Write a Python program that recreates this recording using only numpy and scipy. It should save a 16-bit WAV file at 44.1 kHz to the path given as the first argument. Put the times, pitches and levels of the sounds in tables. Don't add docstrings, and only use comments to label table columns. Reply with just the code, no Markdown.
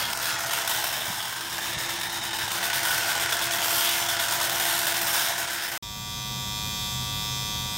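import sys
import numpy as np
from scipy import signal
from scipy.fft import rfft, irfft, next_fast_len
from scipy.io import wavfile
from scipy.ndimage import uniform_filter1d

SR = 44100
rng = np.random.default_rng(int(sys.argv[2]) if len(sys.argv) > 2 else 0)


def nominal_scale(level):
    x = np.asarray(level, float) / 20
    return 10 ** x


def int16_out(signal):
    q = np.round(np.clip(np.atleast_2d(signal).T, -1, 1) * 32767)
    wavfile.write(sys.argv[1], SR, q.astype(np.int16))


N = 342657
TIME = np.arange(N) / SR
CUT_OUT, CUT_IN = 5.7775, 5.8251

CLACKS = [
    (.2, 1, .9, .9, .5, .65),
    (.265, .35, .6, .5, .2, .3),
    (.33, .4, .1, .3, .2, .25),
    (.42, -.2, .2, .25, .2, .15),
    (.46, .2, 0, .1, .2, 1),
    (.62, .3, .15, .1, .15, .15),
    (.76, -.9, -.85, -.5, .2, .2),
    (.815, -.3, 0, -.3, .1, .1),
    (.875, .4, 0, .2, 1, .5),
    (.03, .2, .1, .2, .2, .2),
]


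def evened(x):
    return x / np.sqrt(np.mean(x ** 2) + 1e-20)


def read(points, hz):
    f, value = np.transpose(points)
    return np.interp(np.log(hz + 1), np.log(f + 1), value)


def curves(rows, t):
    s, *columns = np.transpose(rows)
    return [np.interp(t, s, c) for c in columns]


def wander(shape, length):
    return evened(uniform_filter1d(uniform_filter1d(rng.standard_normal(shape), length), length))


def coloured(db_at):
    count = next_fast_len(N, True)
    spectrum = rfft(rng.standard_normal(count)) * nominal_scale(db_at(np.fft.rfftfreq(count, 1 / SR)))
    return evened(irfft(spectrum, count)[:N])


def bands(hz, centres_hz):
    return np.array([np.interp(np.log(hz + 1), np.log(centres_hz), row) for row in np.eye(len(centres_hz))])


def fade_db(t):
    return -6 * np.exp(-np.maximum(t - CUT_IN, 0) / 0.4)


def room(take):
    # frequency in Hz, level in dB per Hz.
    wash_colours = [
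        [(15, -49), (25, -33), (119, 0.5), (152, -8.5), (184, -5), (295, -10.5), (337, -3.5), (385, -16.5),
         (450, -10), (580, -38), (990, -120)],
        [(15, -40), (25, -19), (81, -4), (129, -2.5), (150, -10), (173, -4.5), (220, -7.5), (306, -25),
         (450, -61), (580, -55), (990, -120)],
    ]
    fan_tones = [
        (49, -12, -7),
        (78.5, -12, -9),
        (128.4, -6, 1),
    ]
    rumble = [(0.0, -45.5), (0.67, -49.5), (1.12, -48), (1.3, -51), (1.72, -47), (5.03, -46.5), (5.77, -51)]
    wash = coloured(lambda f: read(wash_colours[take], f) - 40 * (f > 450))
    for hz, *db in fan_tones:
        turn = 2 * np.pi * np.cumsum(hz + 0.33 * wander(N, 4000)) / SR
        wash += nominal_scale(db[take] + 2.0 * wander(N, 3000)) * np.sin(turn)
    rumble_db = -37 + fade_db(TIME) if take else curves(rumble, TIME)[0]
    return evened(wash) * nominal_scale(rumble_db)


def bumps():
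    # start in seconds, level in dB, frequency in Hz.
    thuds = [
        (1.08, -36, 125),
        (1.1, -35, 190),
        (1.764, -34, 160),
        (1.768, -38, 75),
        (2.435, -38, 115),
        (3.245, -40, 113),
        (4.015, -40, 124),
        (4.246, -40, 137),
    ]
    out = np.zeros(N)
    for s, db, hz in thuds:
        u = np.maximum(TIME - s, 0) / 0.0051
        swing = np.sin(2 * np.pi * hz * (TIME - s) * np.exp(-.03 * u))
        out += nominal_scale(db) * np.e * u * np.exp(-u) * swing
    return out


def whine():
    # time in seconds, level in dB, octave level in dB.
    whine_levels = [(0, -79, -55), (.2, -55.5, -47), (.5, -54.5, -43.5), (.75, -50, -43.5), (1, -63, -74),
                    (1.27, -62, -51), (1.4, -53.5, -60), (1.9, -50.5, -62), (2.4, -51.5, -78),
                    (2.65, -50, -40.5), (3.1, -52, -45.5), (3.5, -47, -41), (4.2, -49.5, -41),
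                    (5, -47, -40.5), (5.4, -55, -43.5), (5.78, -54.5, -54)]
    # time in seconds, motor tone in Hz.
    whine_pitch = [(0, 334), (.5, 338), (.8, 340), (1.3, 335), (1.8, 341), (5.78, 341.5)]
    # start in seconds, end in seconds, frequency in Hz, level in dB.
    whistles = [
        (.7, 1.58, 3038, -52),
        (2.08, 2.38, 3060, -50),
        (.68, .86, 2060, -48),
        (.98, 1.4, 1550, -48),
        (.75, 1.0, 1650, -47),
        (1.72, 2.2, 1800, -51),
        (2.2, 2.45, 1480, -48),
        (-.04, .14, 2120, -46),
        (.27, .39, 3250, -45),
        (.47, .57, 3190, -45),
    ]
    db, octave_db = curves(whine_levels, TIME)
    turn = 2 * np.pi * np.cumsum(curves(whine_pitch, TIME)[0] + 2.2 * wander(N, 1000)) / SR
    tones = nominal_scale(db + 1.1 * wander(N, 900)) * np.sin(turn)
    tones += nominal_scale(octave_db + 1.4 * wander(N, 600)) * np.sin(2 * turn)
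    for start, end, hz, whistle_db in whistles:
        on = np.clip(np.minimum(TIME - start, end - TIME) / .04, 0, 1)
        phase = 2 * np.pi * np.cumsum(hz + 8 * wander(N, 1200)) / SR
        tones += on * nominal_scale(whistle_db + 2.5 * wander(N, 900)) * np.sin(phase)
    return np.sqrt(2) * tones


def trimmer_turns(t):
    turn_hz, sag_hz_per_s = 105.73, .12
    sway_hz, sway_s, slowest_s = .1, .48, 6.43
    sway = sway_hz * np.cos(2 * np.pi * (t - slowest_s) / sway_s)
    turns = np.cumsum(turn_hz - sag_hz_per_s * (t - CUT_IN) - sway) / SR + .48
    return turns + .0005 * wander(len(t), 250)


def partials_db(order, hz, low):
    # frequency in Hz, level in dB.
    top_colour = [(3820, -37), (6500, -12.5), (7210, -0.5), (8110, -5.5), (9330, -9), (9720, -9),
                  (11100, -11.5), (12000, -3), (13200, -7.5), (14300, -7.5), (15500, -7.5)]
    # frequency in Hz, level in dB.
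    weak_colour = [(300, -25), (530, -20), (640, -24), (850, -18), (1250, -22), (1600, -18), (2900, -22),
                   (6300, -18)]
    # multiple of the turn, level
    # in dB.
    single_lines = [(7, -12), (9, -5), (11, -4), (14, -15), (19, -11), (23, -7), (25, -10), (28, -28),
                    (29, -15), (30, -5), (32, 0), (33, -5), (34, -3), (35, -4), (36, -7), (37, -11),
                    (38, -14), (39, -11), (41, -14), (42, -23), (43, -9), (45, -14), (46, -11), (47, -13),
                    (48, -12), (49, -10), (50, -8), (51, -13), (52, -13), (56, -10), (57, -11), (59, -14),
                    (61, -10)]
    db = read(top_colour, hz) - 12 + 0.46 * rng.standard_normal(len(hz))
    db[low] += (read(weak_colour, hz) - read(top_colour, hz) + 12)[low]
    for k, line_db in single_lines:
        db[order == k] = line_db
    return db


def clack_partials(order, hz, coarse, pressed_db):
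    play_shares = [.35, 1, 1, 1, 1, 1, .35, 1, 1, 1]
    reach = bands(hz, [1500, 3600, 6000, 9500, 12500])
    play_turns = 0.0031 * np.array(play_shares)[:, None] * wander((len(CLACKS), len(coarse)), 30)
    lead = nominal_scale(.9 * (pressed_db + 37))
    knocks = 0
    for (place, *strengths), slide in zip(CLACKS, play_turns):
        pressed = lead ** (place == CLACKS[1][0])
        delay = np.exp(-2j * np.pi * np.outer(order, place + slide))
        knocks = knocks + np.dot(strengths, reach)[:, None] * pressed * delay
    return knocks


def trimmer_scrape(t, hz, smooth_db, scrape_db):
    # frequency in Hz, level relative to the partials' colour in dB.
    fizz_colour = [(300, 21), (700, 12), (1100, 0), (2500, 1.5), (3600, -3.5), (4300, 0), (6000, 0),
                   (15700, -9)]
    turns = trimmer_turns(t) if np.ndim(t) == 1 and False else t
    gate = .5 + sum(np.exp(-((turns - place) % 1) / 0.027) for place, *_ in CLACKS)
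    fizz = coloured(lambda f: read(fizz_colour, f) + np.interp(f, hz, smooth_db) - 60 * (f < 250))
    return fizz[:len(turns)] * evened(gate) * nominal_scale(scrape_db)


def trimmer():
    layer_levels = [-39, -34.5, -39, -42.5]
    press_shares = [0.05, 0.49, 0.087, 0.37]
    # time in seconds, ring of the blade in dB.
    pressure = [
        (5.84, -44.5),
        (6.06, -43.5),
        (6.18, -39.5),
        (6.45, -38),
        (6.6, -36),
        (6.85, -35.5),
        (7.02, -37),
        (7.2, -34),
        (7.45, -36),
        (7.77, -37),
    ]
    t = TIME[round(CUT_IN * SR):]
    coarse = t[::256]
    turns = trimmer_turns(t)
    order = np.arange(3, 150)
    hz = order * 105.6
    low = hz < 6400
    db = partials_db(order, hz, low)
    smooth_db = uniform_filter1d(db, size=5)
    ring = -np.imag(signal.hilbert(np.log(nominal_scale(smooth_db))))

    pressed_db = curves(pressure, coarse)[0] - fade_db(coarse)
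    knocks = clack_partials(order, hz, coarse, pressed_db)
    strength = np.sqrt((abs(knocks) ** 2).mean(1))
    strength[~low] = uniform_filter1d(strength, size=9)[~low]
    swell = (abs(knocks) / strength[:, None] + 1e-3) ** 0.2
    phase = (ring + .3 * rng.standard_normal(len(hz)))[:, None] + np.unwrap(np.angle(knocks))

    drift_db, drift = wander((2, len(hz), len(coarse)), 11) * (np.minimum(hz, 9000) / 8000)[:, None]
    shares = bands(hz, [1800, 3540, 6470, 9200])
    gains_db = np.outer(press_shares, pressed_db - layer_levels[1])
    gains_db += np.array(layer_levels)[:, None] + fade_db(coarse)
    gains_db -= 10 * np.log10(shares ** 2 @ nominal_scale(2 * db) / 2)[:, None]
    heights = swell * nominal_scale(db[:, None] + 2.9 * drift_db + shares.T @ gains_db)
    phase = phase + .3 * drift
    tones = sum(np.interp(t, coarse, a) * np.cos(2 * np.pi * k * turns + np.interp(t, coarse, p))
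                for k, a, p in zip(order, heights, phase))
    scrape = trimmer_scrape(turns, hz, smooth_db, layer_levels[1] + fade_db(t) - 13)
    return np.append(np.zeros(N - len(t)), tones + scrape)


def throb_db():
    # time of the catch in seconds, parting time in seconds, loss in dB.
    hollows = [(.1,.04,2),(.212,0.074,4.5),(.385,0.075,7),(.461,0.055,4),(.51,.03,4),(.665,0.068,5),(1.779,0.036,7),
               (1.889,0.035,3.5),(1.988,0.024,7),(2.116,0.035,4),(2.225,0.04,5),(2.331,0.045,4),(2.504,0.062,3.5),
               (2.628,0.093,4),(2.729,0.044,5.5),(2.829,0.043,3),(3.07,0.072,3),(3.197,0.063,5),(3.291,0.045,7),
               (3.322,.02,1.5),(3.412,0.065,5),(3.509,0.036,7),(3.626,0.056,4),(3.7,.05,1.5),(4.086,0.16,3),
               (4.19,0.056,5.5),(4.309,0.077,3.5),(4.412,0.034,4),(4.512,0.035,2),(4.96,0.037,2),(5.065,0.022,1.5),
               (5.38,0.12,3.5),(5.498,0.069,4),(5.612,0.056,3),(5.716,0.039,-1.5)]
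    return -sum(db * np.exp(-((TIME - s) / np.where(TIME < s, parting, 0.008)) ** 2)
                for s, parting, db in hollows)


def burst_db(t):
    # time in seconds, half length in seconds, swell in dB.
    tufts = [(.05, 0.024, 8), (0.177, 0.033, -14), (0.258, .04, -1), (.44, .04, -6), (0.53, 0.027, 2),
             (.64, .015, -3), (1.02, .025, 5.5), (1.206, .015, 6), (1.74, .02, 6), (1.91, .02, 1),
             (2.645, 0.027, 3.5), (2.745, 0.014, 5), (2.9, .06, 1), (3.11, 0.027, 4), (3.225, .025, 3),
             (3.33, .015, 6), (3.43, 0.016, 7), (3.535, 0.023, 4), (3.62, 0.014, 2), (3.69, 0.037, -3),
             (3.886, 0.05, 5.5), (4.1, .015, 4), (4.207, .02, 4), (4.32, .02, -2), (4.44, .03, 2),
             (4.703, 0.032, 1), (4.87, .015, 1), (5.05, .015, -12), (5.4, 0.027, -3), (5.51, .02, -1),
             (5.65, 0.014, 0), (5.687, .01, 4)]
    return sum(db * np.exp(-((t - s) / half) ** 2) for s, half, db in tufts)


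def flicker_db():
    # time in seconds, gain in dB.
    humps = [(0.0537, 8), (0.0802, 4.0), (0.1281, 4.0), (0.19, 2), (0.2, 7), (0.3837, 3.5), (0.4476, 6),
             (0.6137, 4.5), (0.6968, 4.0), (0.8692, 3), (1.2424, -1), (1.2968, 6), (1.3379, 4.0),
             (1.477, 4.0), (1.6323, 3.5), (1.8696, 6), (1.9917, 9), (2.0511, 3.5), (2.3313, 6),
             (2.3878, 7), (2.4599, -1), (2.5197, 10), (2.5859, 11), (2.7273, 6.0), (2.8453, 7),
             (3.1116, 3), (3.149, 5.0), (3.1791, 11), (3.2617, 12), (3.3531, 4.5), (3.3877, 6),
             (3.4239, 7), (3.4571, 7), (3.5541, -1), (3.5876, 7), (3.6194, 15), (3.7755, -4), (3.8943, 7),
             (4.1539, 4.5), (4.2063, 4.0), (4.278, 5.0), (4.2998, 6), (4.3248, 7), (4.3675, 4.0),
             (4.4032, 12), (4.4482, 5), (4.497, 8), (4.5836, 5), (4.617, 3.5), (4.7091, 3.5),
             (4.8559, 16), (4.8812, 5.0), (4.9692, 5), (5.0022, 7), (5.0426, 2), (5.0779, 5), (5.3515, 0),
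             (5.4488, 4), (5.4724, 13), (5.5003, 4.5)]
    # time in seconds, loss in dB.
    dips = [(0.0196, 7), (0.0614, 5.0), (0.172, 8), (0.1955, 24), (0.5308, 8), (0.6524, 5.5),
            (0.7011, 5.0), (0.8649, 12), (1.2248, 4.5), (1.3313, 4.0), (1.5244, 8), (1.5791, 9),
            (1.5887, -1), (1.6153, 7), (1.8046, 1), (1.9829, 4.5), (2.1176, 9), (2.4004, 7), (2.4079, 7),
            (2.4514, 4.5), (2.4778, 4.5), (2.5826, 7.0), (2.7094, 9), (3.0635, 4.0), (3.1573, 4.5),
            (3.2519, 5.0), (3.2833, 4.0), (3.3785, 7), (3.4029, 8), (3.4623, 5.0), (3.583, 4.5),
            (3.5954, 5.5), (3.6477, 3), (3.7865, 1), (3.8877, 7.0), (4.0041, 5.0), (4.1767, 10),
            (4.2142, 6.0), (4.3037, 4.5), (4.3631, 6.0), (4.3954, 3), (4.4554, 6.5), (4.4831, 7),
            (4.5155, 6), (4.564, 6), (4.597, 13), (4.6333, 4.0), (4.7857, 9), (4.8736, 11), (4.8944, 4),
            (4.9398, 7), (4.9939, 7), (5.0606, 9), (5.095, 4.0), (5.1204, 8), (5.1418, 6), (5.327, 7),
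            (5.4577, 7), (5.5585, 5.0), (5.6392, 5.0)]
    s, db = np.vstack([humps, np.multiply(dips, [1, -1])]).T
    hump = np.exp(-(np.arange(-400, 401) / SR / 0.0013) ** 2)
    return signal.oaconvolve(np.bincount(np.round(s * SR).astype(int), db, N), hump, "same")


def all_slips():
    # time in seconds, snap in dB, lasting bite in dB, sag just before in dB.
    clear_slips = [(0.0539, 19, -11, 15), (0.131, 27, -6.5, 7), (0.1725, 24, -1.5, 0),
                   (0.2554, 21, -8.5, 9), (0.461, 23, -5.5, 12), (0.5095, 22, -5.5, 8),
                   (0.5345, 17, -1.5, -4), (0.676, 19, -3, 8), (0.6934, 6, 3.5, 5), (0.866, -2, 3, -1),
                   (0.9239, 1, 2, 7), (1.2262, 8, 0.5, 6), (1.729, 7, -0.5, 8), (2.0324, 17, -3, 10),
                   (2.8525, 14, -1, 6), (2.9777, 17, -2, 6), (3.3228, 12, 3.5, 3), (3.368, 11, -0.5, 7),
                   (3.8902, 12, -4, 5), (4.3541, 11, -5, 4), (4.4728, 11, -4, 1), (4.546, 11, -3, 6),
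                   (4.597, 8, 2.5, 5), (4.7906, 13, -3, 3), (4.8669, 8, 2, 14), (4.9398, 7, -1.5, 10),
                   (5.0126, 8, -2.5, 12), (5.131, 0, 4, 5), (5.6472, -2, 4, -4), (5.6791, -3, -2, 10)]
    # time in seconds, snap in dB, sag just before in dB.
    ticks = [(.1057,5,-1),(.15,10,4),(.192,10,0),(.386,16,4),(.404,2,9),(.4374,15,1),(.4958,8,-1),(.611,-1,3),
             (.6454,9,7),(.841,12,6),(1.0061,4,5),(1.0525,4,5),(1.3244,7,3),(1.3598,7,6),(1.4077,10,5),
             (1.4466,5,4),(1.4965,6,7),(1.5254,9,1),(1.5808,12,1),(1.61,2,7),(1.7794,15,8),(1.8896,11,8),
             (1.957,5,5),(2.0113,13,5),(2.0951,3,13),(2.2129,-2,8),(2.3072,4,9),(2.3316,8,10),(2.3865,5,11),
             (2.4783,1,6),(2.5042,0,4),(2.5596,5,0),(2.606,1,5),(2.6284,8,5),(2.6993,16,8),(2.7292,8,8),
             (2.829,14,5),(3.1522,10,8),(3.1971,7,2),(3.2914,13,4),(3.3922,16,3),(3.4126,6,3),(3.458,-1,4),
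             (3.5089,16,3),(3.5862,1,7),(3.6257,13,6),(4.0622,4,4),(4.0861,11,11),(4.1664,11,7),(4.1904,7,8),
             (4.2827,9,10),(4.3091,8,3),(4.4119,18,3),(4.4448,1,0),(4.4962,9,7),(4.558,10,3),(5.3497,-4,5),
             (5.3802,16,7),(5.4755,8,13),(5.7164,11,14)]
    return np.vstack([clear_slips, np.insert(ticks, 2, 0, axis=1)]).T


def chatter_db():
    s, snap, bite, sag = all_slips()
    out, t = np.zeros(N), np.arange(SR // 4) / SR
    for change_db, tau, flip in ((snap, .004, 1), (bite, .04, 1), (-sag, .012, -1)):
        train = np.bincount(np.round(s * SR).astype(int), change_db, N)[::flip]
        out += signal.oaconvolve(train, np.exp(-t / tau))[:N][::flip]
    return uniform_filter1d(uniform_filter1d(out, size=130), size=130)


def tooth_scrape():
    strokes = (rng.random(N) < 260 / SR) * np.minimum(rng.exponential(1, N), 2.5)
    decay = np.exp(-1 / (0.00033 * SR))
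    shake = evened(signal.lfilter([1], [1, -decay], uniform_filter1d(strokes, 80)))
    teeth = rng.standard_normal(N) * nominal_scale(1.3 * np.minimum(rng.exponential(1, N), 4))
    slips_db, throbs_db = chatter_db() + flicker_db(), throb_db()

    play = evened(uniform_filter1d(uniform_filter1d(strokes - strokes.mean(), size=1500), size=1500))
    stroke = uniform_filter1d(1.3 - 2.6 * (np.cumsum(79 + 7 * play) / SR % 1), size=60)

    # share of slips, share of throbs, shake dB, share of stroke
    depths = ((0.6, 0.1, 1.3, .7), (0.57, 0.42, 1.1, 1.5), (0.67, 0.37, 0.58, 1.6), (0.81, 1.88, 1.4, 1.5))
    return [evened(teeth * nominal_scale(db * np.minimum(shake, 2.6))) * nominal_scale(a * slips_db + b * throbs_db + c * stroke)
            for a, b, db, c in depths]


def housing_db(hz, t, away):
    # frequency in Hz, level in dB per Hz.
    facing = [(300, -82), (400, -24.5), (620, -17), (800, -13), (1190, -17), (1500, -9.5), (2370, -12.5),
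              (3300, -4), (4600, -3.5), (5500, -5.5), (7800, -11.5), (10400, -16.5), (15700, -15)]
    # frequency in Hz, level in dB per Hz.
    turned = [(240, -51), (400, -18.5), (536, -17.5), (587, -10), (875, -4.5), (1170, -10), (1520, -7.5),
              (2490, -5.5), (3650, 6), (4500, -10), (5250, -5.5), (5970, -13.5), (8760, -16), (15700, -7)]
    # frequency in Hz, width in Hz, gain in dB.
    shell_modes = [(946, 120, 3.5), (3080, 46, 5), (8750, 750, 6.5), (11920, 1100, 4.5)]
    # time in seconds, lower mode in Hz, upper mode in Hz.
    grip = [(0, 1420, 3340), (.55, 1390, 3470), (.9, 1570, 3600), (1.3, 1520, 3420), (1.8, 1800, 3580),
            (2.3, 1800, 3700), (2.55, 1500, 3600), (3.8, 1420, 3420), (4.6, 1480, 3540), (5.78, 1500, 3500)]
    colour_db = np.outer(read(facing, hz), 1 - away) + np.outer(read(turned, hz), away)
    colour_db += sum(db / (1 + ((hz - f) * 2 / wide) ** 2) for f, wide, db in shell_modes)[:, None]
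    for mode_hz, wide, db in zip(curves(grip, t), (150, 420), (6.5, 7 + .6 * burst_db(t))):
        colour_db += db / (1 + ((hz[:, None] - mode_hz) * 2 / wide) ** 2)
    streaks = wander((len(hz), len(t)), 25) * np.exp(-hz / 6000)[:, None]
    patches = evened(uniform_filter1d(wander((len(hz), len(t)), 20), 15, axis=0))
    return colour_db + 2.5 * streaks + .9 * patches - 60 * (hz < 380)[:, None]


def clippers():
    # time in seconds, how far turned from the microphone (0-1).
    turning = [
        (0, 0.6),
        (.66, 0.08),
        (.72, 0.63),
        (1.4, 0.92),
        (2.4, 1),
        (2.55, 0.25),
        (3.5, 0.28),
        (4.5, 0.41),
        (5.78, 0.45),
    ]
    # time in seconds, nearness as housing level in dB, bite of the teeth in dB.
    work = [(0.0, -30.5, -12), (0.18, -32, -3), (0.28, -29.5, 0), (0.42, -32.5, -4), (0.55, -29.5, -10),
            (0.74, -33, 2), (1.0, -35.5, -4), (1.46, -38.5, -3.5), (1.72, -35.5, 0), (2.3, -36, 1.5),
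            (2.65, -31.5, -4.5), (2.9, -29, -11.5), (3.5, -31.5, -4.5), (3.78, -30.5, 5.5), (4.02, -31, 2),
            (4.6, -30.5, -3.5), (5.22, -31, 3), (5.77, -36, -12)]
    # offset in dB, share of the bite (ratio), gain when turned away in dB.
    layer_mix = [
        (0.5, 0.0097, 2),
        (-5, 0.36, 0),
        (-2.5, 0.18, 3),
        (5, 0.36, -5),
    ]
    tuft_shares = [0.11, 0.98, 0.044, 0.067]
    hz, t, layers = signal.stft(tooth_scrape(), SR, nperseg=1024, noverlap=768)
    away = curves(turning, t)[0]
    colour_db = housing_db(hz, t, away)
    near_db, bite_db = curves(work, t)
    levels_db = [near_db + db + share * bite_db + turned_db * away + tuft * burst_db(t)
                 for (db, share, turned_db), tuft in zip(layer_mix, tuft_shares)]
    out = 0
    for layer, share, db in zip(layers, bands(hz, [1800, 3500, 6470, 12050]), levels_db):
        shape = share[:, None] * nominal_scale(colour_db)
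        out = out + layer * shape / np.sqrt((shape ** 2).mean(0)) * nominal_scale(db)
    return signal.istft(out, SR, nperseg=1024, noverlap=768)[1][:N]


def split(x):
    # time in seconds, low edge in Hz, high edge in Hz.
    partings = [
        (.342, 5500, 7000),
        (1.084, 14200, 15500),
        (1.548, 8900, 10300),
        (2.361, 4200, 5800),
        (2.361, 9200, 12200),
        (4.01, 5800, 9000),
    ]
    out = np.zeros(N)
    for s, low_hz, high_hz in partings:
        at = slice(round((s - .023) * SR), round((s + .023) * SR))
        sos = signal.butter(6, [low_hz, high_hz], "band", fs=SR, output="sos")
        band = signal.sosfiltfilt(sos, x[at][::-1])
        out[at] += .7 * band * np.sqrt(np.hanning(len(band)))
    return np.outer([1, -1], out)


def scene():
    first = (clippers() + whine() + room(0) + bumps()) * (TIME < CUT_OUT)
    second = (trimmer() + room(1)) * (TIME >= CUT_IN)
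    return first + second + split(first)


def band_limit(x):
    return signal.sosfilt(signal.butter(12, 17020, fs=SR, output="sos"), x)


def record(dry):
    edge = signal.firwin(1023, 15800, window=("kaiser", 9), fs=SR)
    return band_limit(signal.oaconvolve(dry, edge[None], "same"))


dry = scene()
out = record(dry)
int16_out(out)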